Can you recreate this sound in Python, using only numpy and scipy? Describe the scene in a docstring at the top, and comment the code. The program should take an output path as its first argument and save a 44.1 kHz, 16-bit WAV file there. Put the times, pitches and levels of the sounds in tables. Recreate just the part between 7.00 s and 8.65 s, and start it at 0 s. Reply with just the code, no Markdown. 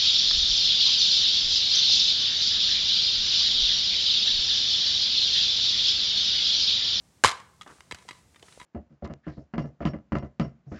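"""A plastic disc case is prised open in a small room.
Shaped noise makes a low room hum and a faint hiss of sliding, heard from the start.
Two catches snap with noise cracks and damped lid tones; a soft thump and a burst of chatter follow.
Then damped tones knock, clicks ring the shell and disc, and the spine creaks in a slowing train of slips.
Clicks, knocks and faint rattles carry on to the end, with two dull scuffs of the fingers."""
import sys
import numpy as np
from scipy import signal
from scipy.fft import rfft, irfft, next_fast_len
from scipy.io import wavfile

SR = 44100
rng = np.random.default_rng(int(sys.argv[2]) if len(sys.argv) > 2 else 0)


def unload_audio(sound):
    """Save the sound as a 16-bit wav file, at the path given as the first command line argument."""
    columns = np.transpose(np.atleast_2d(sound))
    # keep every value between -1 and 1, then stretch to whole-number steps
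    steps = np.round(np.clip(columns, -1, 1) * 32767)
    wavfile.write(sys.argv[1], SR, steps.astype(np.int16))


N = 72765  # length [samples]
CRACK_RISE_S, RING_SCATTER_DB = 0.00025, 2  # attack of cracks and rings; spread of mode levels


def amp(db):
    """Decibels to gain."""
    return 10 ** (np.asarray(db) / 20)


def unit(x):
    """Scale to rms 1."""
    return x / np.sqrt(np.mean(x ** 2) + 1e-20)


def along(points, hz):
    """Read (frequency, value) points on a log frequency axis."""
    point_hz, values = np.transpose(points)
    return np.interp(np.log(hz + 1), np.log(point_hz + 1), values)


def add(out, start_s, x):
    """Mix x into out from start_s on."""
    i = max(0, round(start_s * SR))
    out[i:i + len(x)] += x[:max(0, N - i)]


def noise(spectrum, size, tilt=0):
    """Random-phase noise of rms 1 with the given spectrum, tilted in dB per octave."""
    hz = np.fft.rfftfreq(size, 1 / SR)
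    gain = amp(along(spectrum, hz) + tilt * np.log2(hz + 20))
    phases = np.exp(2j * np.pi * rng.random(len(hz)))
    return unit(irfft(gain * phases, size))


def fade(rise_s, t60):
    """Quick attack and exponential decay (60 dB in t60 seconds), half a second long."""
    t = np.arange(SR // 2) / SR
    return (1 - np.exp(-t / rise_s)) * 1000 ** (-t / t60)


def tone(hz, rise_s, t60, turn=0):
    """One damped vibration, starting at a given fraction of a cycle."""
    t = np.arange(SR // 2) / SR
    return np.sin(2 * np.pi * (hz * t + turn)) * fade(rise_s, t60)


def crack(spectrum, t60, tilt=0):
    """The dense, quickly damped vibration of a plastic contact, as fading noise."""
    shape = fade(CRACK_RISE_S, t60)
    burst = noise(spectrum, SR // 2, tilt) * shape
    return burst * np.linalg.norm(shape) / np.linalg.norm(burst)  # same energy on every draw


def ring(modes, tilt=0):
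    """Sum of damped modes (Hz, dB, t60 s), excited a little differently each time."""
    centre = np.median([mode[0] for mode in modes])
    out = np.zeros(SR // 2)
    for hz, db, t60 in modes:
        level = db + tilt * np.log2(hz / centre) + RING_SCATTER_DB * rng.normal()
        out += amp(level) * tone(hz, CRACK_RISE_S, t60, rng.random())
    return out


# colour of the room hum: (frequency [Hz], relative level [dB per Hz])
HUM_SPECTRUM = [(25, -50.5), (56, -1.5), (195, -5.5), (240, -12), (3000, -28.5), (8000, -25.5),
                (15000, -41)]
HUM_DB = -62


def hum():
    """Steady low-heavy noise of the room."""
    return amp(HUM_DB) * noise(HUM_SPECTRUM, N)


# colour of the friction: (frequency [Hz], relative level [dB per Hz])
SLIDE_SPECTRUM = [(30, -29), (300, 0), (9500, 0), (13000, -26.5)]
# plastic sliding under the hand: (time [s], level [dB])
SLIDE_LEVELS = [(0, -76.5), (.3, -70.5), (.64, -77), (0.709, -60), (0.871, -70), (0.999, -64.5),
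                (1.19, -64), (1.25, -75), (1.411, -69), (1.45, -60.5), (1.53, -58.5), (1.65, -62)]


def sliding():
    """Soft friction hiss of the moving case: noise riding a level curve."""
    level = np.interp(np.arange(N) / SR, *np.transpose(SLIDE_LEVELS))
    return amp(level) * noise(SLIDE_SPECTRUM, N)


# the catches letting go: (time [s], crack level [dB])
CATCHES = [(.2380, -11), (.2457, -10)]
# colour of a catch's crack: (frequency [Hz], relative level [dB per Hz])
CATCH_SPECTRUM = [(30, -58.5), (200, -13.5), (480, -7), (700, -8), (1000, 0), (2000, -4.5), (4200, -6.5),
                  (7200, -9.5), (10000, -17), (13000, -35.5), (16000, -52.5)]
# what the catches kick in the stressed lid:
# (frequency [Hz], t60 [s], level from the first catch [dB], level from the second [dB])
LID_MODES = [(545, 0.014, -21.5, -5.5), (668, 0.022, -14, -14.5), (804, 0.025, -12.5, -24),
             (1053, 0.015, -21, 4), (1580, 0.014, -1, -8), (2143, 0.033, -15.5, -22),
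             (2985, 0.023, -24.5, -11), (7280, 0.0082, -5.5, -22)]
LID_LAG_S, LID_RISE_S, CATCH_T60_S = 0.00055, 0.001, 0.021
CATCH_RING_DB = -17  # disc ring relative to the last crack


def snap():
    """Each catch cracks and kicks the lid's damped modes; the last one jolts the disc."""
    out = np.zeros(N)
    for k, (s, db) in enumerate(CATCHES):
        add(out, s, amp(db) * crack(CATCH_SPECTRUM, CATCH_T60_S))
        for hz, t60, *levels in LID_MODES:
            add(out, s + LID_LAG_S, amp(levels[k]) * tone(hz, LID_RISE_S, t60))
    last_s, last_db = CATCHES[-1]
    add(out, last_s, amp(last_db + CATCH_RING_DB) * disc())
    return out


# the disc ringing on after a jolt: (frequency [Hz], relative level [dB])
DISC_MODES = [(1043, -4), (1128, 0), (1195, 2.5), (1300, -3), (1565, -10), (1946, -4.5), (2147, 0.5),
              (2885, -2), (3100, -1.5), (3860, -11.5), (4833, 1), (5497, -9.5)]
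DISC_LOWEST_T60_S, DISC_DAMPING_POWER = 0.2, 0.28


def disc():
    """The lasting ring of the disc on its hub; higher modes die sooner."""
    modes = []
    for hz, db in DISC_MODES:
        t60 = DISC_LOWEST_T60_S * (hz / DISC_MODES[0][0]) ** -DISC_DAMPING_POWER
        modes.append((hz, db, t60))
    return ring(modes)


# decay of the room: (frequency [Hz], t60 [s])
ROOM_DECAY = [(100, 0.22), (1100, 0.47), (3000, 0.37), (12000, 0.29)]
ROOM_BUILD_S = 0.028


def room():
    """Impulse response of a small room: noise that swells in, then decays, the middle lasting longest."""
    hz, t, z = signal.stft(rng.standard_normal(SR // 2), SR, nperseg=256)
    decay = 1000 ** (-t / along(ROOM_DECAY, hz)[:, None])
    tail = signal.istft(z * decay, SR, nperseg=256)[1]
    build = 1 - np.exp(-(np.arange(len(tail)) / SR / ROOM_BUILD_S) ** 2)
    tail = tail * build
    return tail / np.linalg.norm(tail)


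# soft thumps of the swinging lid: (time [s], level [dB], pitch [Hz])
THUMPS = [(0.2504, -20, 92.7), (.928, -37, 84)]
THUMP_T60_S, THUMP_RISE_S = 0.071, 0.003


def thumps():
    """The swinging lid thumps as a soft-edged, low damped tone."""
    out = np.zeros(N)
    for s, db, hz in THUMPS:
        add(out, s, amp(db) * tone(hz, THUMP_RISE_S, THUMP_T60_S))
    return out


# lid and disc chatter, a burst after the snap, then faint rattles: (time [s], level [dB])
CHATTER = [(0.253, -16), (0.2568, -15.5), (0.2615, -16.5), (0.2645, -19.5), (0.2722, -21), (0.275, -24),
           (0.2789, -21.5), (0.2853, -22.5), (.292, -22.5), (0.303, -29), (.313, -29), (0.3177, -30.5),
           (0.3754, -49), (.401, -44), (0.619, -42.5), (0.6307, -47), (.986, -47.5), (1.024, -52.5),
           (1.082, -49.5), (1.0979, -54), (1.13, -48.5), (1.149, -54), (1.3955, -53.5), (1.524, -47.5),
           (1.629, -49)]
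CHATTER_T60_S, CHATTER_SHELL_DB = 0.031, -9.5
FLEX_SCATTER = 0.04  # spread of the log pitch ratio


def chatter():
    """Loose parts tap the shell, each time at a slightly different pitch."""
    out = np.zeros(N)
    for s, db in CHATTER:
        body = shell(CHATTER_T60_S, np.exp(FLEX_SCATTER * rng.normal()))
        tap = crack(CATCH_SPECTRUM, CATCH_T60_S)
        add(out, s, amp(db) * (tap + amp(CHATTER_SHELL_DB) * body))
    return out


# the heavily damped plastic shell, before flexing: (frequency [Hz], relative level [dB])
SHELL_MODES = [(1000, -2), (1300, -4), (1750, -5.5), (1980, -1.5), (2090, -1), (2250, -4), (2520, -6),
               (2900, -6.5), (3320, -3.5), (3850, -2), (4010, -2.5), (4760, -9), (5620, -11.5)]


def shell(t60, pitch, tilt=0):
    """The shell's ring: the grip sets its damping, flexing shifts its pitch."""
    return ring([(hz * pitch, db, t60) for hz, db in SHELL_MODES], tilt)


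# knocks that set one patch of the shell ringing: (time [s], level [dB], pitch [Hz], t60 [s])
KNOCKS = [(0.611, -38, 1240, 0.058), (.612, -40, 3350, 0.03), (0.925, -26.5, 400, 0.0075),
          (.946, -41.5, 4580, .03), (1.428, -46.5, 3040, 0.03), (1.5756, -34.5, 535, 0.012),
          (1.602, -43.5, 995, 0.12)]
KNOCK_RISE_S = 0.00028


def knocks():
    """Each knock rings one patch of the shell as a single damped tone."""
    out = np.zeros(N)
    for s, db, hz, t60 in KNOCKS:
        add(out, s, amp(db) * tone(hz, KNOCK_RISE_S, t60))
    return out


# clicks of the handled case:
# (time [s], level [dB], t60 [s], tilt [dB per octave], pitch of the flexed shell [ratio])
CLICKS = [(.6117, -42, 0.042, -0.5, 1), (.675, -46.5, .037, 0.5, 0.89), (.8064, -37.5, 0.011, -0.5, 0.98),
          (0.911, -32.5, 0.043, -1, 1), (0.9222, -28, 0.0145, 0.5, 0.98), (.946, -37, 0.034, 1.5, 0.75),
          (1.0877, -35, 0.045, -1, 0.98), (1.1092, -36, .034, -1, 1), (1.346, -45.5, 0.0071, -3.5, 0.86),
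          (1.3593, -50, 0.043, -1, 0.93), (1.426, -47.5, 0.026, 5.5, 0.9), (1.483, -51.5, 0.039, -7.5, 1),
          (1.599, -42.5, .04, -0.5, 1), (1.6136, -42.5, 0.046, -4.5, 0.98)]
# colour of a click's crack, before its tilt: (frequency [Hz], relative level [dB per Hz])
CLICK_SPECTRUM = [(30, -50), (130, -6.5), (330, -2), (650, -9.5), (2100, -4.5), (5500, -9.5), (8000, -11),
                  (15000, -38)]
CLICK_CRACK_DB, SHELL_DB, CLICK_RING_DB = -3.5, -5, -29  # contact, shell and disc within a click


def clicks():
    """Each click is a contact crack, the shell's short ring and a trace of the disc."""
    out = np.zeros(N)
    for s, db, t60, tilt, pitch in CLICKS:
        contact = amp(CLICK_CRACK_DB) * crack(CLICK_SPECTRUM, t60, tilt)
        body = amp(SHELL_DB) * shell(t60, pitch, tilt)
        jolt = amp(CLICK_RING_DB) * disc()
        add(out, s, amp(db) * (contact + body + jolt))
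    return out


# the creaking spine: (time [s], rate [slips per second], level [dB])
CREAK = [(.663, 422, -40), (.685, 287, -45.5), (.703, 220, -41.5), (0.727, 103, -43.5), (0.746, 39, -50.5),
         (0.796, 33, -46.5)]
# colour of one slip: (frequency [Hz], relative level [dB per Hz])
SLIP_SPECTRUM = [(100, -27), (330, 12), (680, -12), (1050, 10), (1750, -1), (2600, -20), (16000, -39)]
SLIP_T60_S, SLIP_SCATTER_S, SLIP_SCATTER_DB = 0.012, 0.00026, 1.5


def spine():
    """Stick and slip: short cracks whose rate slows as the lid swings."""
    out = np.zeros(N)
    times, rates, levels = np.transpose(CREAK)
    t = np.arange(N) / SR
    slips = np.cumsum(np.interp(t, times, rates, left=0, right=0)) / SR
    slip_times = t[1:][np.diff(np.ceil(slips)) > 0]  # one slip per whole count
    for s in slip_times:
        db = np.interp(s, times, levels) + SLIP_SCATTER_DB * rng.normal()
        add(out, s + SLIP_SCATTER_S * rng.normal(), amp(db) * crack(SLIP_SPECTRUM, SLIP_T60_S))
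    return out


# dull scuffs of the fingers on the case: (time [s], level [dB])
SCUFFS = [(1.051, -54.5), (1.428, -47)]
# colour of a scuff: (frequency [Hz], relative level [dB per Hz])
SCUFF_SPECTRUM = [(150, -29), (380, 3), (850, -4.5), (5000, -72)]
SCUFF_T60_S = 0.07


def scuffs():
    """Fingers brush the case in dull, fading bursts of noise."""
    out = np.zeros(N)
    for s, db in SCUFFS:
        add(out, s, amp(db) * crack(SCUFF_SPECTRUM, SCUFF_T60_S))
    return out


SNAP_ROOM_DB, ROOM_DB = -20.5, -18  # room sends of the opening and of the handling


def scene():
    """The case close by, its room echo, the sliding hiss and the steady hum."""
    background = hum() + sliding()
    opening = snap() + chatter()
    handled = thumps() + knocks() + clicks() + spine() + scuffs()
    send = amp(SNAP_ROOM_DB) * opening + amp(ROOM_DB) * handled
    echo = signal.fftconvolve(send, room())[:N]
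    return (opening + handled + echo + background)[None]


LOW_CUT_HZ, TOP_HZ, FULL_SCALE = 45, 15900, 0.92


def record(dry):
    """Cut the deep bass, round the highest peaks and drop everything above the band limit."""
    low_cut = signal.butter(2, LOW_CUT_HZ, "high", fs=SR, output="sos")
    x = signal.sosfilt(low_cut, dry)
    x = x / (1 + (x / FULL_SCALE) ** 8) ** (1 / 8)
    size = next_fast_len(N + SR // 2)
    in_band = np.fft.rfftfreq(size, 1 / SR) < TOP_HZ
    return irfft(rfft(x, size) * in_band, size)[:, :N]


dry = scene()
out = record(dry)
unload_audio(out)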